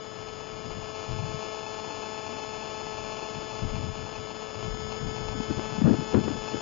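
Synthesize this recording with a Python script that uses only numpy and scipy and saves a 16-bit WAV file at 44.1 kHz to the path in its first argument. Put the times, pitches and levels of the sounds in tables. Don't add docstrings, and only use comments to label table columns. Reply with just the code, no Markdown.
import sys
import numpy as np
from scipy import signal
from scipy.fft import rfft, irfft, dct, next_fast_len
from scipy.io import wavfile
from scipy.ndimage import uniform_filter1d, map_coordinates

SR = 44100
rng = np.random.default_rng(int(sys.argv[2]) if len(sys.argv) > 2 else 0)


def gain_from_db(level_db):
    decades = np.asarray(level_db, float) / 20
    return 10 ** decades


def dump_mix(stems):
    frames = np.atleast_2d(stems).T
    limited = np.clip(frames, -1, 1)
    pcm = np.round(limited * 32767).astype(np.int16)
    wavfile.write(sys.argv[1], SR, pcm)


N = 291879

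SCENE_CHANGE_S = 4.625
FRAME_HZ = 650 / 3
SLOT_HZ = 8 * FRAME_HZ
GUARD = 0.052
GUST_RISE_DB_PER_S, GUST_FALL_DB_PER_S, SWAY_DB_PER_S = 700.5, 600, 351
SOFT_EDGE_DB = -19
BLOCK, OFFSET = 1024, 922

# f/Hz, density/dB
HUSH = [(60, -22.5), (150, -3), (400, -6.5), (900, -13), (1800, -6.5), (2600, -21.5), (3400, -43),
        (5000, -51.5)]
# f/Hz, density/dB
DEEP = [(12, -27), (20, -11), (30, 1), (42, 14), (55, -20), (70, -48)]
# f/Hz, density/dB
RUMBLE = [(45, -25), (62, -10), (90, 0.5), (130, 0), (200, -7), (285, -15.5), (400, -29.5), (600, -49)]
# f/Hz, density/dB
FLUTTER = [(120, -33), (200, -2), (300, 0), (450, -8.5), (800, -23), (1500, -27), (2200, -38.5),
           (3500, -60)]
# t/s, level/dB
BREEZE = [(0, -5), (0.45, 3.5), (1.0, 2), (1.5, -3), (2.0, 0), (2.7, -2), (3.0, 4), (3.25, -2), (3.5, 4.5),
          (4.15, 6), (4.4, -2), (4.6, 7.5), (5.7, 9), (6.1, 6), (6.62, 5)]
BREEZE_GROWS = (1, 0.8, 0.35)
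CALM_DB = (-56.5, -50.5, -53)
# t/s, hold/s, rumble level/dB, flutter level/dB
GUSTS = [(0.55, 0.023, -49.5, -60), (0.653, 0.056, -38, -44), (0.773, 0.017, -37.5, -53),
         (1.115, .14, -34.5, -49), (1.293, .02, -41, -35), (1.346, 0.017, -39, -62),
         (1.433, 0.038, -56, -39), (2.298, 0.046, -54, -31.5), (2.988, 0.026, -44.5, -54),
         (3.364, .04, -39, -50), (3.635, 0.022, -27, -32), (3.724, .18, -33.5, -43.5),
         (3.987, 0.064, -39.5, -64), (4.191, 0.014, -37.5, -41), (4.279, 0.05, -43.5, -44),
         (4.56, 0.016, -41.5, -51), (4.652, 0.035, -33.5, -49), (4.74, .02, -39, -55),
         (4.83, 0.021, -37, -60), (5.018, 0.097, -34, -44), (5.209, 0.09, -38, -40),
         (5.327, 0.071, -37.5, -45), (5.506, 0.011, -30, -21.5), (5.574, .025, -34.5, -28),
         (5.726, 0.071, -36, -33), (5.847, 0.088, -24.5, -13), (5.984, .04, -39, -33),
         (6.148, 0.037, -27.5, -14), (6.202, .155, -35.5, -27.5), (6.543, 0.017, -32, -22.5)]
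# t/s, level/dB
SWAYS = [(0.53, -45), (0.721, -41), (0.83, -45), (1.14, -31), (1.29, -39.5), (3.04, -42), (3.39, -41),
         (3.65, -24), (3.72, -32), (3.78, -35), (3.94, -39), (4.16, -47), (4.72, -32), (4.88, -38),
         (5.07, -33), (5.23, -41), (5.29, -39), (5.4, -36), (5.51, -45), (5.64, -32), (6.41, -41)]
# t/s, peak level/dB, f/Hz, length/s
PUFFS = [(1.088, -27, 116, 0.032), (1.238, -30, 146, 0.0074), (1.278, -31.5, 109, 0.037),
         (1.354, -51, 125, 0.023), (2.304, -44, 236, 0.021), (3.226, -28, 336, 0.007),
         (3.899, -28, 118, 0.014), (4.658, -32.5, 113, 0.018), (5.075, -30, 86, 0.032),
         (5.781, -18.5, 173, 0.019), (5.841, -8, 147.5, 0.026), (5.908, -9, 218, 0.013),
         (5.939, -18, 115, 0.0064), (5.983, -19.5, 161, 0.025), (5.988, -23, 221, 0.015),
         (6.022, -26, 240, 0.0077), (6.144, -10.5, 225, 0.025), (6.177, -18, 209, 0.031),
         (6.192, -25, 258, 0.018), (6.302, -24.5, 283, 0.025), (6.544, -19.5, 283, 0.009)]
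# t/s, peak level/dB, f/Hz, length/s, edge level/dB
POPS = [(3.634, -24, 87, 0.033, -8), (3.76, -28, 78.4, 0.013, -3), (5.351, -26.5, 220, 0.0069, -14),
        (5.401, -19, 215, 0.012, -15), (5.506, -17.5, 262, 0.0089, -7), (5.591, -21, 265, 0.0064, 3),
        (5.815, -12.5, 223, 0.016, -7), (5.856, -14, 234, 0.0099, -12), (5.887, -25, 260, 0.018, -9),
        (6.142, -12, 384, 0.0088, 0.5), (6.278, -15.5, 316, 0.0076, -3)]
# t/s, level/dB
PICKUP = [(0, -4), (0.55, -3.5), (1.3, 0.16), (2.6, 0.04), (3.6, 0.5), (4.1, -1.5), (4.6, -1.35),
          (5.3, 0.1), (6.0, 0.1), (6.62, 0.3)]
# start, early, late, end level/dB
FIRST_SLOTS = [(-24, -26, -27, -24), (-34.5, -30, -28, -27.5), (-31, -29, -31, -32.5),
               (-25.5, -25, -25.5, -28.5), (-22.5, -23.5, -24, -22.5), (-27.5, -24.5, -24, -25),
               (-34, -45.5, -41, -34), (-23.5, -23.5, -23.5, -24.5)]
# start, middle, end level/dB
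SECOND_SLOTS = [(-36, -41, -28.5), (-25.5, -28, -30.5), (-21, -20.5, -22), (-25.5, -26, -25),
                (-28.5, -24, -24), (-21, -25.5, -26.5), (-22, -22, -20.5), (-26, -31.5, -22)]
SIGNALLING = [79, 9]
# from t/s, to t/s, above f/Hz
LEAK = [
    (0, 4.65, 2320),
    (4.65, 5.435, 4020),
    (5.435, 7, 2320),
]
JOLTS = [
    4.64,
    5.43,
    5.92,
    6.15,
    6.29,
]
BANDS = [0, 40, 56, 72, 88, 96, 108, 120, 132, 144, 164, 176, 196, 224, 232, 237, 246, 264, 269, 292, 320,
         326]
STEP_DB = [-54, -47, -47, -48, -48, -48, -47, -44, -45, -47, -38, -46, -46, -38, -36, -46, -36, -33, -46,
           -45, -42]


def unit(x):
    return x / np.sqrt(np.mean(x ** 2) + 1e-20)


def curves(rows, s):
    t, *columns = np.transpose(rows)
    return np.array([np.interp(s, t, column) for column in columns])


def wobble(rate):
    knots = rng.standard_normal(int(N * rate / SR) + 4)
    return map_coordinates(knots, [np.arange(N) * rate / SR])


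def filtered(x, response):
    m = next_fast_len(len(x) + 8192)
    return irfft(rfft(x, m) * response(np.fft.rfftfreq(m, 1 / SR)), m)[:len(x)]


def noise(spectrum):
    f, db = np.transpose(spectrum)

    def colour(hz):
        return gain_from_db(np.interp(np.log(hz + 1), np.log(f), db, -120, -120))

    return unit(filtered(rng.standard_normal(N), colour))


def hush():
    return gain_from_db(-51) * noise(HUSH)


def swells(layer, start, hold, db, rise, fall):
    t = np.arange(0, N + 64, 64) / SR
    calm_db = CALM_DB[layer] + BREEZE_GROWS[layer] * curves(BREEZE, t)[0]
    late = t - start[:, None]
    rising_db = rise * np.minimum(late, 0)
    falling_db = -fall * np.maximum(late - hold[:, None], 0)
    shape_db = db[:, None] + rising_db + falling_db
    gain = np.sqrt(gain_from_db(calm_db) ** 2 + np.sum(gain_from_db(shape_db) ** 2, 0))
    return np.interp(np.arange(N) / SR, t, gain)


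def wind():
    s, hold, rumble_db, flutter_db = np.transpose(GUSTS)
    sway_s, sway_db = np.transpose(SWAYS)
    lumps = wobble(35)
    rumble = unit(gain_from_db(lumps) * noise(RUMBLE))
    flutter = unit(gain_from_db(2.3 * lumps + 1.8 * wobble(70)) * noise(FLUTTER))
    deep = swells(0, sway_s, 0 * sway_s, sway_db, SWAY_DB_PER_S, SWAY_DB_PER_S) * noise(DEEP)
    rumble = swells(1, s, hold, rumble_db, GUST_RISE_DB_PER_S, GUST_FALL_DB_PER_S) * rumble
    flutter = swells(2, s, hold, flutter_db, GUST_RISE_DB_PER_S, GUST_FALL_DB_PER_S) * flutter
    return deep + gain_from_db(3) * rumble + gain_from_db(-6) * flutter


def puffs():
    out, t = np.zeros(N + SR), np.arange(SR // 8) / SR
    soft = [(*puff, SOFT_EDGE_DB) for puff in PUFFS]
    for s, db, hz, length, edge_db in [*soft, *POPS]:
        cycles = hz * (t + 0.001 * (1 - np.exp(-t / 0.0017)))
        envelope = np.sin(np.pi * np.clip(t / length, 0, 1) ** 0.62)
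        swing = np.sin(2 * np.pi * cycles) * envelope
        u = (t - .005) / 0.00035
        edge = gain_from_db(edge_db) * np.tanh(4 * u) * np.exp(-np.abs(u))
        out[round(s * SR):][:len(t)] += gain_from_db(db + 1.5) * (edge - swing)
    return filtered(out[:N], lambda hz: (1j * hz / (60 + 1j * hz)) ** 2)


def mast(scatter, scatter_db, signalling, drift, coupling_hz):
    clock = SLOT_HZ * np.arange(N) / SR + .25 + drift * wobble(2)
    n = np.arange(int(clock.max()) + 2)
    s = n / SLOT_HZ
    knots = np.r_[np.linspace(0, SCENE_CHANGE_S, 4), np.linspace(SCENE_CHANGE_S, N / SR, 3)]
    fades = [np.interp(s, knots, row) for row in np.c_[FIRST_SLOTS, SECOND_SLOTS]]
    slot_db = np.array(fades)[n % 8, n]
    steady = gain_from_db(slot_db + curves(PICKUP, s)[0])
    strength = steady * (1 + scatter * rng.standard_normal(len(n)))
    strength = strength + gain_from_db(scatter_db) * rng.standard_normal(len(n))
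    place = (n - np.where(s < SCENE_CHANGE_S, *SIGNALLING)) % 208
    turn = (place < 8) * 1. - ((place >= 104) & (place < 112))
    strength = strength + signalling * steady * turn * (-1.) ** n
    edges = np.stack([n + GUARD / 2, n + 1 - GUARD / 2], 1).ravel()
    area = np.cumsum(np.stack([0 * strength, strength * (1 - GUARD)], 1).ravel())
    steps = np.gradient(np.interp(clock, edges, area)) / np.gradient(clock)
    return filtered(steps - steps.mean(), lambda hz: 1j * hz / (coupling_hz + 1j * hz))


def scene():
    gusts = wind() + puffs()
    buzz = mast(scatter=0.22, scatter_db=-40.0, signalling=0.32, drift=0.09, coupling_hz=246)
    steady = buzz + hush()
    release = np.exp(-np.arange(SR // 8) / (0.0047 * SR))
    power = signal.fftconvolve(gusts ** 2, release / release.sum())[:N]
    loudness = np.sqrt(np.abs(power))
    lead = gusts + steady / (1 + loudness / 0.35)
    return np.array([lead, lead])


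def lapped(x):
    blocks = np.pad(x, (2 * BLOCK - OFFSET, 3 * BLOCK))[:(N // BLOCK + 4) * BLOCK].reshape(-1, BLOCK)
    windowed = np.c_[blocks[:-1], blocks[1:]] * signal.windows.cosine(2 * BLOCK)
    a, b, c, d = np.split(windowed, 4, axis=1)
    return dct(np.c_[-c[:, ::-1] - d, a - b[:, ::-1]], 4, norm="ortho")


def unlapped(z):
    p, q = np.split(dct(z, 4, norm="ortho"), 2, axis=1)
    full = np.c_[q, -q[:, ::-1], -p[:, ::-1], -p] * signal.windows.cosine(2 * BLOCK)
    return (full[1:, :BLOCK] + full[:-1, BLOCK:]).ravel()[BLOCK - OFFSET:][:N]


def band_limit(x):
    return signal.sosfilt(signal.butter(12, 7720, fs=SR, output="sos"), x)


def record(dry):
    z = lapped(dry[0])
    hz = (np.arange(BLOCK) + .5) * SR / (2 * BLOCK)
    s = ((np.arange(len(z)) - 1) * BLOCK + OFFSET) / SR
    jolt = np.abs(s[:, None] - np.array(JOLTS)).min(1)[:, None] < .025
    load_db = 10 * np.log10(np.mean(z ** 2, 1, keepdims=True) + 1e-9) + 34
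    starved_db = 2.5 * (s > SCENE_CHANGE_S)[:, None] * (np.array(BANDS[1:]) > 150)
    flicker_db = 2.8 * rng.standard_normal((len(z), len(STEP_DB)))
    step_db = np.array(STEP_DB) + starved_db + 0.46 * load_db + flicker_db
    step = gain_from_db(np.repeat(step_db, np.diff(BANDS), axis=1))
    local = np.exp(uniform_filter1d(np.log(np.abs(z) + 1e-9), size=7, axis=1))
    blur = np.clip(hz / 3000, 0, 1)
    z = z + blur * local * rng.standard_normal(z.shape)
    patches = uniform_filter1d(rng.standard_normal(z.shape), size=3, axis=0)
    patches = unit(uniform_filter1d(patches, size=5, axis=1))
    z = z * ~((patches > .8) & (np.abs(z) < 4 * local) & (hz > 1500))
    kept = z[:, :BANDS[-1]]
    whole_steps = np.floor((np.abs(kept) / step) ** .75 + .4054)
    rounded = np.zeros_like(z)
    rounded[:, :BANDS[-1]] = np.sign(kept) * step * whole_steps ** (4 / 3)
    top = np.where(hz > 7020, gain_from_db(-11) * (hz < 7600), 1)
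    z = np.where(jolt, z * top, rounded)
    shared = sum(np.outer((s >= t0) & (s < t1), hz > above) for t0, t1, above in LEAK)
    left = z * gain_from_db(-.6 * shared)
    right = z * np.where(shared, gain_from_db(-8.5), gain_from_db(-50.5))
    return band_limit(np.array([unlapped(left), unlapped(right)]))


dry = scene()
out = record(dry)
dump_mix(out)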